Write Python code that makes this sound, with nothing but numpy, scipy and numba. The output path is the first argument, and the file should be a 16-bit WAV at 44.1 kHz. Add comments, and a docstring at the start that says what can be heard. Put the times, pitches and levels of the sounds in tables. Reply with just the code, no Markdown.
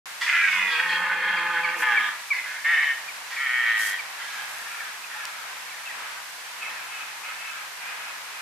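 """Red deer stag roaring in a pasture

A puff of air, one long harsh bellow, then three short groans that sink into separate pulses.
Pulses from his vocal folds ring his throat, which lengthens as he stretches his neck; trees echo it.
Jackdaws, rooks, a rival stag and one hoot sound far off over the hiss of the field.
The grass rustles briefly and a twig snaps."""
import sys
import numpy as np
from scipy import signal
from scipy.fft import rfft, irfft, next_fast_len
from scipy.io import wavfile
from scipy.ndimage import uniform_filter1d
from numba import njit

SR = 44100
rng = np.random.default_rng(int(sys.argv[2]) if len(sys.argv) > 2 else 0)


def inscribe(sig):
    """Save sig as 16-bit PCM at rate SR to the path in sys.argv[1].

    A 1-D sig is mono; a 2-D sig holds one channel per row.
    Samples are clipped to [-1, 1] before scaling.
    """
    pcm = np.round(np.clip(np.atleast_2d(sig).T, -1, 1) * 32767)
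    wavfile.write(sys.argv[1], SR, pcm.astype(np.int16))


N = 370881
T = np.arange(N) / SR

FIELD_SPECTRUM = [(15, -68), (25, -38), (166, -23), (366, -21), (477, -15), (573, -12), (971, -1),
                  (1170, -3), (1690, 0.35), (2500, -3), (3260, -8), (4240, -10), (12500, -19), (13500, -21)]  # air and leaves (frequency [Hz], relative density [dB])
NOISE_LIKENESS = [(60, 0.48), (150, 0.99), (300, 0.75), (700, 0.7), (1400, 0.3), (3100, 0.23), (7000, .1),
                  (14000, .15)]  # left-right likeness (frequency [Hz], nominal likeness [0-1])
FIELD_HISS = [(0.8, -41.5), (1.2, -46.5), (2.2, -41.5), (8.41, -42)]  # (time [s], level [dB])
GRASS_SWISHES = [(0.201, 0.067, -53), (0.48, 0.14, -51), (1.761, 0.093, -39), (3.751, 0.2, -32.5),
                 (4.24, 0.69, -46.5)]  # (start [s], length [s], level [dB])
GRASS_SPECTRUM = [(2500, -6), (4500, 9), (8000, 10), (13000, 8), (15500, -5)]  # (frequency [Hz], relative density [dB])
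TWIG_SNAPS = [(5.2535, -14.5)]  # (time [s], level [dB])

# resonance banks (nominal centre [Hz], nominal width [Hz], gain [dB])
CHEST_MODES = [(197, 42, 3), (343, 80, -1.5), (522, 90, 2.5)]
MOUTH_MODES = [(878, 43, 0.89), (1055, 106, -2), (1268, 105, 0.23)]
THROAT_MODES = [(1540, 125, -3.5), (1800, 165, 0), (2170, 170, -4.5), (2560, 140, -12.5)]
RASP_MODES = [(2900, 400, -8), (3270, 220, 0), (3620, 450, -7), (4200, 650, -10), (6500, 3000, -22)]
BLARE_MODES = [(2635, 137, 0.5), (2853, 260, -5.5)]  # wide-open mouth
RIVAL_MODES = [(870, 250, -13), (1400, 200, -3), (1700, 320, 0), (2300, 900, -6), (3200, 700, -17)]

# voiceless puffs (start [s], end [s], level [dB], mouth [dB], rasp [dB], resonance scale [ratio])
AIR_PUFFS = [(0.208, 0.23, -27, -10.5, -7.5, 1.085), (2.1, 2.2, -43.5, -3, -19, 1.08),
             (2.326, 2.386, -30.5, -15.5, -21, 1.13), (2.452, 2.564, -35, -25, -18, 0.98),
             (3.302, 3.363, -36, -12, -10, 1.06), (4.191, 4.4, -41.5, -26, -7, 0.91)]
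# vocal folds (time [s], pitch [Hz], roughness [0-1], air share [0-1], strong-weak alternation [0-1])
BELLOW_SOURCE = [(0.26, 175, .8, .65, 0), (0.46, 188, .7, .6, .1), (0.55, 190, .45, .35, .35),
                 (0.68, 188, .35, .3, .45), (0.71, 160, .3, .25, 0), (0.78, 158, .25, .2, 0),
                 (0.83, 177, .58, .5, 0), (1.1, 178, .52, .42, 0), (1.46, 173, .5, .38, 0),
                 (1.6, 171, .3, .25, 0), (1.74, 170, .4, .35, 0), (1.825, 166, .6, .6, 0)]
# bellow layers (time [s], level [dB])
BELLOW_EFFORT = [(0.26, -29), (0.29, -22), (0.32, -21), (0.355, -18.5), (0.41, -20.5), (0.445, -17.5),
                 (0.5, -24), (0.785, -26.5), (0.8, -22), (0.818, -29), (0.894, -25), (0.99, -26),
                 (1.016, -32), (1.028, -21.5), (1.05, -28), (1.13, -23.5), (1.152, -30.5), (1.25, -24),
                 (1.488, -28.5), (1.51, -27.5), (1.526, -32.5), (1.57, -23), (1.6, -25.5), (1.626, -37),
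                 (1.672, -27), (1.726, -32), (1.748, -24.5), (1.77, -43), (1.8, -32)]
BELLOW_LOW_MOUTH = [(0.26, -36), (0.5, -37), (0.576, -30), (0.69, -40.5), (0.722, -34.5), (1.146, -32.5),
                    (1.16, -37.5), (1.4, -32), (1.66, -32), (1.8, -38.5)]
BELLOW_BRIGHT_BLARE = [(0.26, -40), (0.5, -30.5), (0.632, -27), (0.714, -34.5), (0.76, -28), (0.9, -37),
                       (0.936, -26), (0.984, -36), (1.3, -34), (1.8, -37)]
BELLOW_TREBLE_RASP = [(0.26, -56), (0.47, -44), (0.53, -38.5), (0.68, -39), (0.71, -30.5), (0.8, -34),
                      (0.875, -42), (0.897, -29), (0.925, -33.5), (0.958, -31), (0.99, -39), (1.1, -42.5),
                      (1.2, -42), (1.25, -38), (1.39, -37.5), (1.49, -46), (1.54, -39), (1.8, -52)]
BELLOW_HISS = [(0.26, -45), (0.42, -46), (0.55, -46), (0.7, -58), (0.8, -75)]
BELLOW_FUNDAMENTAL = [(0.26, -78), (0.42, -68), (0.52, -55), (0.68, -54.5), (0.72, -66), (0.95, -64),
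                      (1.45, -63), (1.7, -62), (1.825, -66)]
FOLD_KNOCKS = [(0.2922, -9), (0.2976, -9), (0.317, -15), (0.3277, -9), (0.3387, -13), (0.3497, -11),
               (0.3552, -9), (0.366, -11), (0.377, -10), (0.3931, -9), (0.4046, -14), (0.415, -11),
               (0.453, -13), (0.4757, -13), (0.4862, -13), (0.5593, -17), (0.6765, -15), (0.706, -16),
               (0.7995, -13)]  # (time [s], peak [dB])

# (start [s], level [dB], starting pitch [Hz], roughness [ratio], overtone [dB])
JACKDAW_CHACKS = [(1.366, -25.5, 2390, 0.55, -13), (1.634, -22, 2375, 0.34, -18),
                  (1.683, -29.5, 2390, 0.9, -16), (1.966, -18.5, 2397, .2, -30),
                  (2.303, -17.5, 2393, .25, -31), (2.338, -28, 2340, .6, -16), (2.37, -29, 2140, .7, -22),
                  (2.828, -20.5, 2116, .4, -22), (3.079, -32, 2451, 0.35, -22),
                  (3.362, -29, 2430, 0.75, -27), (3.662, -25, 2455, .4, -25), (3.985, -28.5, 2420, .5, -17),
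                  (4.215, -35, 1996, 0.84, -25), (4.662, -34, 1840, .6, -25), (4.785, -35.5, 2430, .9, -25),
                  (4.8, -29.5, 1840, 0.45, -25), (5.033, -37, 2610, 1.0, -25), (5.665, -42, 2400, .4, -25),
                  (5.69, -40, 2710, .4, -25), (5.706, -39, 2370, 0.5, -25), (5.732, -37, 1880, .4, -25),
                  (5.77, -39, 2060, 0.7, -25), (5.856, -33.5, 2750, 0.7, -25), (5.888, -33, 2050, .35, -25),
                  (5.9, -41, 2550, .5, -25), (6.618, -30, 2598, 0.64, -25), (6.642, -35, 2220, .9, -25),
                  (7.236, -36.5, 2370, 1.1, -25)]
# (start [s], attack [s], crest [s], end [s], crest level [dB], sag [dB/s], chest [dB],
#  resonance spreading [1/s], crest roughness [0-1])
GROAN_CALLS = [(1.814, 0.0042, 1.93, 2.09, -20, 37, -31, 0.04, .13),
               (2.635, .022, 2.74, 2.915, -19.5, 23, -46, 0.22, .085),
               (3.35, 0.047, 3.701, 3.95, -21, 32, -48, 0.12, .075)]
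GROAN_MELODIES = [
    [(1.825, 127), (1.99, 113), (2.04, 112), (2.2, 95)],
    [(2.63, 157), (2.67, 168), (2.71, 171.5), (2.75, 163), (2.8, 147), (2.92, 141), (3.02, 115)],
    [(3.35, 138), (3.43, 135), (3.49, 125), (3.58, 124.5), (3.71, 114.3), (3.83, 108), (3.9, 101),
     (4.0, 85)],
]  # per groan (time [s], pitch [Hz])
# crest resonances per groan (centre [Hz], width [Hz], gain [dB], change [dB/s])
GROAN_MODES = [
    [(846, 51, -7, -16), (1010, 80, -10.5, 4), (1216, 54, -5.5, 13), (1568, 93, -3, -7),
     (1714, 166, 2.5, -2), (2090, 200, -6.5, -10), (2285, 96, -7, -6), (2720, 170, -15, -7),
     (3230, 160, -14.5, 28), (3580, 230, -23, 52), (4600, 1500, -36, 15)],
    [(890, 300, -26, -19), (1177, 120, -16.5, -9), (1380, 140, -15.5, 8), (1830, 165, 1.5, 0),
     (2090, 240, -2.5, -22), (2600, 190, -14.5, -4), (2980, 110, -15.5, 28), (3590, 95, -19, -10),
     (4520, 1400, -34, 4)],
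    [(950, 270, -29, 4), (1336, 170, -15.5, -7), (1590, 250, -12.5, 12), (1840, 216, -1, -3),
     (2180, 190, -10, -14), (2710, 200, -19.5, 5), (3154, 130, -14, 10), (3740, 400, -27.5, 22)],
]
RIVAL_CALLS = [(4.165, 4.473, -41.5, 1644), (4.531, 4.85, -42, 1686), (5.09, 5.398, -42.5, 1704),
               (5.76, 6.149, -46, 1626), (6.59, 7.077, -46, 1685), (7.241, 7.602, -43.5, 1690),
               (7.8, 8.1, -49.5, 1710)]  # (start [s], end [s], level [dB], main resonance [Hz])
FAR_HOOTS = [(5.146, .042, -39, 850)]  # (start [s], length [s], level [dB], pitch [Hz])
# (start [s], length [s], level [dB], pitch [Hz], beak resonance [Hz], beak gain [dB])
ROOK_CAWS = [(6.607, 0.092, -39, 424, 2535, -2), (6.904, 0.13, -40.5, 428, 2565, -3),
             (7.232, 0.089, -37.5, 419, 2500, -8), (7.384, 0.13, -39, 441, 2600, -10),
             (7.8, 0.158, -41.5, 407.4, 2367, -12), (7.988, 0.15, -42.5, 420, 2490, -11),
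             (8.322, 0.065, -43, 421, 2400, -14)]
# (centre [Hz], width [Hz], gain [dB])
ROOK_MODES = [(1390, 190, -3.0), (1610, 170, -0.5), (2320, 840, -2.0)]
TREE_ECHOES = [(.034, -23, -19), (.066, -17, -16), (.148, -22, -23)]  # (delay [s], left [dB], right [dB])


def from_db(db):
    """Decibels to gain."""
    return 10 ** (np.asarray(db) / 20)


def unit_rms(x):
    """Scale to unit power."""
    return x / np.sqrt(np.mean(x ** 2) + 1e-20)


def levelled(x):
    """Hold short-term power at one."""
    return x / np.sqrt(np.abs(uniform_filter1d(x ** 2, size=2600)) + 1e-12)


def in_time(rows, t=T):
    """Each column of a curve at times t."""
    times, *columns = np.transpose(rows)
    return [np.interp(t, times, column) for column in columns]


def at_hz(points, hz):
    """Interpolate a spectrum over log frequency."""
    knots_hz, values = np.transpose(points)
    return np.interp(np.log(hz + 1), np.log(knots_hz), values)


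def span(start, end):
    """Sample times from start to end."""
    return T[(T >= start) & (T < end)]


def placed(t, x):
    """x at times t, silence elsewhere."""
    return np.interp(T, t, x, left=0, right=0)


def envelope(t, start, end, attack_s, release_s):
    """Rise, hold until end, decay."""
    return np.clip((t - start) / attack_s, 0, 1) * np.exp(-np.maximum(t - end, 0) / release_s)


def arch(start, length_s):
    """Half-sine envelope."""
    return np.sin(np.pi * np.clip((T - start) / length_s, 0, 1))


def drift(rate_hz, size=N):
    """Random wander, unit RMS."""
    knots = rng.standard_normal(int(N / SR * rate_hz) + 3)
    return unit_rms(np.interp(T[:size] * rate_hz, np.arange(len(knots)), knots))


def cut(x, hz, kind, order=2):
    """Butterworth filter."""
    sos = signal.butter(order, np.minimum(hz, .45 * SR), kind, fs=SR, output="sos")
    return signal.sosfilt(sos, x + 1e-18)


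def stereo_noise(spectrum):
    """Coloured noise, alike at both ears in the bass, unrelated in the treble."""
    size = next_fast_len(N)
    hz = np.arange(size // 2 + 1) * SR / size
    mid, side = rfft(rng.standard_normal((2, size))) * from_db(at_hz(spectrum, hz))
    alike = np.clip(at_hz(NOISE_LIKENESS, hz) - np.interp(hz, [1500, 4000], [.03, .25]), 0, 1)
    ears = np.sqrt(1 + alike) * mid + np.sqrt(1 - alike) * side * [[1], [-1]]
    return unit_rms(irfft(ears, size)[:, :N])


@njit
def resonate(x, hz, width_hz):
    """Moving two-pole resonance, unit peak gain."""
    y = np.zeros(len(x))
    for i in range(2, len(x)):
        r = 1 - np.pi * width_hz[i] / SR
        feedback = 2 * r * np.cos(2 * np.pi * hz[i] / SR) * y[i - 1] - r * r * y[i - 2]
        y[i] = (1 - r * r) / 2 * (x[i] - x[i - 2]) + feedback
    return y


def formant(source, hz, width_hz, wander_hz=12, wander_db=1.3):
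    """Steep resonance, wandering slightly in centre and gain."""
    size = len(source)
    widths = np.minimum(width_hz * np.ones(size), SR / 12)
    centre = hz + .06 * widths * drift(wander_hz, size)
    gain = from_db(wander_db * drift(wander_hz, size))
    return gain * resonate(resonate(source, centre, widths), centre, widths)


def tract(source, modes, scale, side_db=0, tilt_db_oct=0, blur=1):
    """Parallel formants; all but the strongest are attenuated and tilted."""
    main_hz, _, top_db = max(modes, key=lambda mode: mode[2])
    return sum(from_db(db + side_db * (db < top_db) + tilt_db_oct * np.log2(hz / main_hz))
               * formant(source, hz * scale, width_hz * blur) for hz, width_hz, db in modes)


def field(split_hz=3600, murmur_db=-39, waver_db=1.0):
    """Murmur of distant air and leaves, fine hiss above."""
    (hiss_db,) = in_time(FIELD_HISS)
    air = cut(stereo_noise(FIELD_SPECTRUM), 14320, "low", order=18)
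    murmur = unit_rms(cut(air, split_hz, "low", order=3))
    hiss = unit_rms(cut(air, split_hz, "high", order=3))
    return from_db(murmur_db + waver_db * drift(8)) * murmur + from_db(hiss_db) * hiss


def grass(grain_db=2.5, snap_s=.0012):
    """Grainy swishes of stalks; a twig snaps."""
    level = sum(from_db(db) * arch(start, length_s) for start, length_s, db in GRASS_SWISHES)
    snap = sum(from_db(db) * (T >= s) * np.exp(-np.abs(T - s) / snap_s) for s, db in TWIG_SNAPS)
    crack = cut(snap * rng.standard_normal(N), [900, 7000], "band")
    return level * from_db(grain_db * drift(500)) * stereo_noise(GRASS_SPECTRUM) + crack


def voice(source, chest_db, mouth_db, rasp_db, scale, lips_db, tilt_db_oct, shut=0):
    """The source rings the throat; chest, mouth and rasp levels are relative to it."""
    blur = scale ** 2 * from_db(0.063 * lips_db)  # high larynx broadens, round lips sharpen
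    chest = cut(tract(source, CHEST_MODES, 0.97, tilt_db_oct=-.5 * tilt_db_oct), 127, "high", order=3)
    mouth = levelled(tract(source, MOUTH_MODES, scale, side_db=0.45 * lips_db, blur=blur))
    throat = tract(source, THROAT_MODES, scale, lips_db, tilt_db_oct, blur)
    throat = levelled(cut(throat, 2850, "low", order=5))
    rasp = tract(source, RASP_MODES, scale ** 0.45, .5 * lips_db, tilt_db_oct, blur * scale ** 2)
    rasp = cut(rasp, 1930, "high", order=3)
    # nearly shut mouth: one broad resonance
    squeezed = cut(throat + from_db(-0.5) * mouth, [1520, 2330], "band")
    throat = (1 - shut) * throat + shut * levelled(squeezed)
    return (levelled(throat) + from_db(chest_db) * levelled(chest)
            + from_db(mouth_db) * mouth + from_db(rasp_db) * levelled(rasp))


def puffs(attack_s=0.0053, release_s=0.076, chest_db=-42, teeth_hz=(2300, 5500)):
    """Air alone rushes through the stag's throat and hisses past his teeth."""
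    out = 0
    for start, end, db, mouth_db, rasp_db, scale in AIR_PUFFS:
        t = span(start, end + 5 * release_s)
        air = rng.standard_normal(N)[:len(t)]
        sound = voice(air, chest_db, mouth_db, rasp_db, scale, lips_db=-2, tilt_db_oct=2.0)
        sound += from_db(rasp_db) * levelled(cut(rng.standard_normal(N)[:len(t)], teeth_hz, "band"))
        out += placed(t, from_db(db) * envelope(t, start, end, attack_s, release_s) * sound)
    return out


def folds(pitch_hz, rough, breath, doubling=0, jitter=.09, shimmer_db=4.0, hoarse_hz=3500):
    """One pulse per cycle, uneven when rough; the opening gates air noise and treble turbulence."""
    size = len(pitch_hz)
    cycles = np.cumsum(pitch_hz * (1 + jitter * .5 * rough * drift(45, size))) / SR
    opening = np.exp(-4 * (cycles % 1))
    air, burst = (unit_rms(rng.standard_normal(N)[:size] * (leak + opening)) for leak in (0.86, 0.25))
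    onsets = np.flatnonzero(np.diff(np.floor(cycles)))
    level_draw, time_draw = rng.standard_normal((len(onsets), 2)).T
    alternation = 1 + (doubling + .25 * rough)[onsets] * (-1) ** np.arange(len(onsets))
    strength = from_db(shimmer_db * rough[onsets] * np.clip(level_draw, -2, 2)) * alternation
    slip = jitter * rough[onsets] ** 2 * time_draw * SR / pitch_hz[onsets]
    place = np.clip(onsets + slip, 0, size - 2)
    train = np.zeros(size)
    train[place.astype(int)] = strength * (1 - place % 1)
    train[place.astype(int) + 1] += strength * (place % 1)
    pulses = cut(levelled(train), hoarse_hz, "low", order=3) + cut(burst, hoarse_hz, "high", order=3)
    air_share = np.clip(breath, 0, 1)
    return np.sqrt(1 - air_share) * pulses + np.sqrt(air_share) * air


def bellow(sink_start_s=0.21, sink_s=0.414, lips_db=-1, hiss_hz=(3900, 7000), fade_s=.005):
    """A tight growl deepens to a harsh, throbbing roar as the larynx sinks."""
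    start, end = BELLOW_SOURCE[0][0], BELLOW_SOURCE[-1][0]
    t = span(start, end)
    pitch_hz, rough, breath, doubling = in_time(BELLOW_SOURCE, t)
    effort_db, mouth_db, blare_db, rasp_db, hiss_db, hum_db = (in_time(curve, t)[0] for curve in (
        BELLOW_EFFORT, BELLOW_LOW_MOUTH, BELLOW_BRIGHT_BLARE, BELLOW_TREBLE_RASP,
        BELLOW_HISS, BELLOW_FUNDAMENTAL))
    larynx = np.exp(-((t - sink_start_s) / sink_s) ** 2)  # 0 sunk, 1 high
    scale = np.interp(larynx, [0, 1], [0.97, 1.39])
    tilt_db_oct = np.interp(larynx, [0, 1], [-7, -21])
    throat_db = effort_db + np.interp(larynx, [0, 1], [0.5, -2.5])
    chest_db = np.interp(larynx, [0, 1], [-47, -71])
    shut = np.clip(3 * (larynx - 0.25), 0, 1)
    source = folds(pitch_hz, rough, breath, doubling)
    sound = from_db(throat_db) * voice(source, chest_db - throat_db, mouth_db - throat_db,
                                       rasp_db - throat_db, scale, lips_db, tilt_db_oct, shut)
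    sound += from_db(blare_db) * levelled(tract(source, BLARE_MODES, 0.94))
    sound += from_db(hiss_db) * levelled(cut(source, hiss_hz, "band"))
    sound += from_db(hum_db) * np.sqrt(2) * np.sin(2 * np.pi * np.cumsum(pitch_hz) / SR)
    fade = np.clip(np.minimum(t - start, end - t) / fade_s, 0, 1)
    throb = from_db(0.9 * (0.5 - larynx) * drift(28.8, len(t)))
    return placed(t, fade * throb * sound)


def knocks(band_hz=(1450, 2900), top_hz=3300):
    """Slack folds slap shut and knock on the nearly closed mouth."""
    clicks = np.zeros(N)
    for s, db in FOLD_KNOCKS:
        clicks[int(s * SR)] = from_db(db)
    knock = cut(cut(signal.unit_impulse(SR // 100), band_hz, "band"), top_hz, "low", order=4)
    return signal.oaconvolve(clicks, knock / np.abs(knock).max())[:N]


def jackdaws(length_s=0.0458, undertone_db=-20):
    """Each chack is a tone that swells fast and slides down; rough ones break up."""
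    out = np.zeros(N + SR)
    size = int(length_s * SR)
    progress = np.arange(size) / (length_s * SR)
    swell = np.sin(np.pi * progress ** 0.49) ** 2
    for s, db, hz, rough, overtone_db in JACKDAW_CHACKS:
        fall = 0.309 * (1 - .5 * rough) * progress ** 1.474
        phase = 2 * np.pi * np.cumsum(hz * (1 - fall + .02 * rough * drift(700, size))) / SR
        tone = np.sin(phase) + from_db(overtone_db) * np.sin(2 * phase)
        tone += from_db(undertone_db) * np.sin(phase / 2)
        broken = unit_rms(1 + .8 * rough * drift(220, size))
        out[int(s * SR):int(s * SR) + size] += from_db(db) * swell * broken * tone
    return out[:N]


def groans(swell_db_s=19, release_s=0.032, sink_per_s=0.011):
    """Each groan crests and sags as the mouth changes shape; the folds roughen at low effort."""
    out = 0
    for call, melody, modes in zip(GROAN_CALLS, GROAN_MELODIES, GROAN_MODES):
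        start, attack_s, crest, end, db, sag_db_s, chest_db, spread, crest_rough = call
        t = span(start, end + 5 * release_s)
        (pitch_hz,) = in_time(melody, t)
        late_s = t - crest
        effort = from_db(np.minimum(swell_db_s * late_s, -sag_db_s * late_s))
        effort *= envelope(t, start, end, attack_s, release_s)
        rough = crest_rough + 0.15 * (1 - effort) ** 2
        source = folds(pitch_hz, rough, breath=1.27 * rough)
        main_hz = max(modes, key=lambda mode: mode[2])[0]
        throat = 0
        for hz, width_hz, gain_db, change_db_s in modes:
            centre_hz = hz * (hz / main_hz) ** (spread * late_s) * (1 - sink_per_s * late_s)
            throat += from_db(gain_db + change_db_s * late_s) * formant(source, centre_hz, width_hz)
        chest = cut(tract(source, CHEST_MODES, 0.97), 210, "high", order=3)
        out += placed(t, from_db(db) * effort * (levelled(throat) + from_db(chest_db) * levelled(chest)))
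    return out


def rival(pitch_hz=125, rough=.6, breath=0.37, attack_s=0.0097, release_s=0.078):
    """Far, wavering stag; only the middle resonances carry, sinking through each roar."""
    out = 0
    for start, end, db, hz in RIVAL_CALLS:
        t = span(start, end + 4 * release_s)
        source = folds(pitch_hz * (1 + .08 * drift(3, len(t))), np.full(len(t), rough), breath)
        scale = hz / RIVAL_MODES[2][0] * (1 + .02 * drift(9, len(t)) - .25 * (t - (start + end) / 2))
        sound = levelled(cut(tract(source, RIVAL_MODES, scale), [700, 3600], "band"))
        sound *= from_db(1.8 * drift(14, len(t)))
        out += placed(t, from_db(db) * envelope(t, start, end, attack_s, release_s) * sound)
    return out


def hoots():
    """Brief, far, pure-toned call."""
    return sum(from_db(db) * arch(start, length_s) * np.sin(2 * np.pi * hz * T)
               for start, length_s, db, hz in FAR_HOOTS)


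def rooks(rough=.35, breath=.25, beak_width_hz=95., attack_s=0.0044, release_s=0.0075):
    """Hoarse caws through a sharp beak resonance and three broader ones."""
    held = [(edge, *call) for s, length_s, _, *call in ROOK_CAWS for edge in (s, s + length_s / 2)]
    pitch_hz, beak_hz, beak_db = in_time(held)
    source = folds(pitch_hz, np.full(N, rough), np.full(N, breath))
    caw = from_db(beak_db) * resonate(source, beak_hz, np.full(N, beak_width_hz))
    caw += from_db(-1.5) * tract(source, ROOK_MODES, 1)
    level = sum(from_db(db) * np.clip(np.minimum((T - s) / attack_s, (s + length - T) / release_s), 0, 1)
                for s, length, db, *_ in ROOK_CAWS)
    return level * unit_rms(cut(caw, [1000, 3000], "band"))


def echoes(x):
    """Distinct, dulled reflections off the trees."""
    dull = cut(x, 6400, "low")
    return sum(from_db([[left], [right]]) * np.interp(T - delay_s, T, dull, left=0)
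               for delay_s, left, right in TREE_ECHOES)


def scatter(x, t60_s, alike, build_s=0.0046):
    """Diffuse return from grass, trees and slopes."""
    t = T[:int(1.5 * SR)]
    mid, side = rng.standard_normal((2, len(t))) * from_db(-60 * t / t60_s) * (1 - np.exp(-t / build_s))
    side = cut(side, 1400, "high", order=1) * [[1], [-1]]
    tail = cut(np.sqrt(1 + alike) * mid + np.sqrt(1 - alike) * side, 12000, "low")
    return signal.fftconvolve(x[None], tail / np.sqrt(np.sum(mid ** 2) * 2), axes=1)[:, :N]


def scene():
    """Stag slightly right; far callers and treble carry more scattered sound."""
    stag = bellow() + knocks() + groans() + puffs()
    yelps = jackdaws() + hoots()
    far = rooks() + rival()
    callers = stag + yelps
    direct = stag * from_db([[-1.3], [0]]) + yelps
    meadow = from_db(-7.5) * scatter(callers, t60_s=.05, alike=-.5)
    meadow += from_db(-17) * scatter(callers, t60_s=.8, alike=.2)
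    treble = from_db(-2.0) * scatter(cut(callers, 3700, "high"), t60_s=0.18, alike=-1)
    distant = from_db(-2.5) * far + from_db(2.5) * scatter(far, t60_s=0.39, alike=0.034)
    return direct + echoes(callers) + meadow + treble + distant + grass() + field()


def record(dry):
    """Brief opening silence; steep low-pass."""
    start_s, stopband_hz = .057, 16300
    return signal.sosfilt(signal.cheby2(14, 70, stopband_hz, fs=SR, output="sos"), dry * (T >= start_s))


dry = scene()
out = record(dry)
inscribe(out)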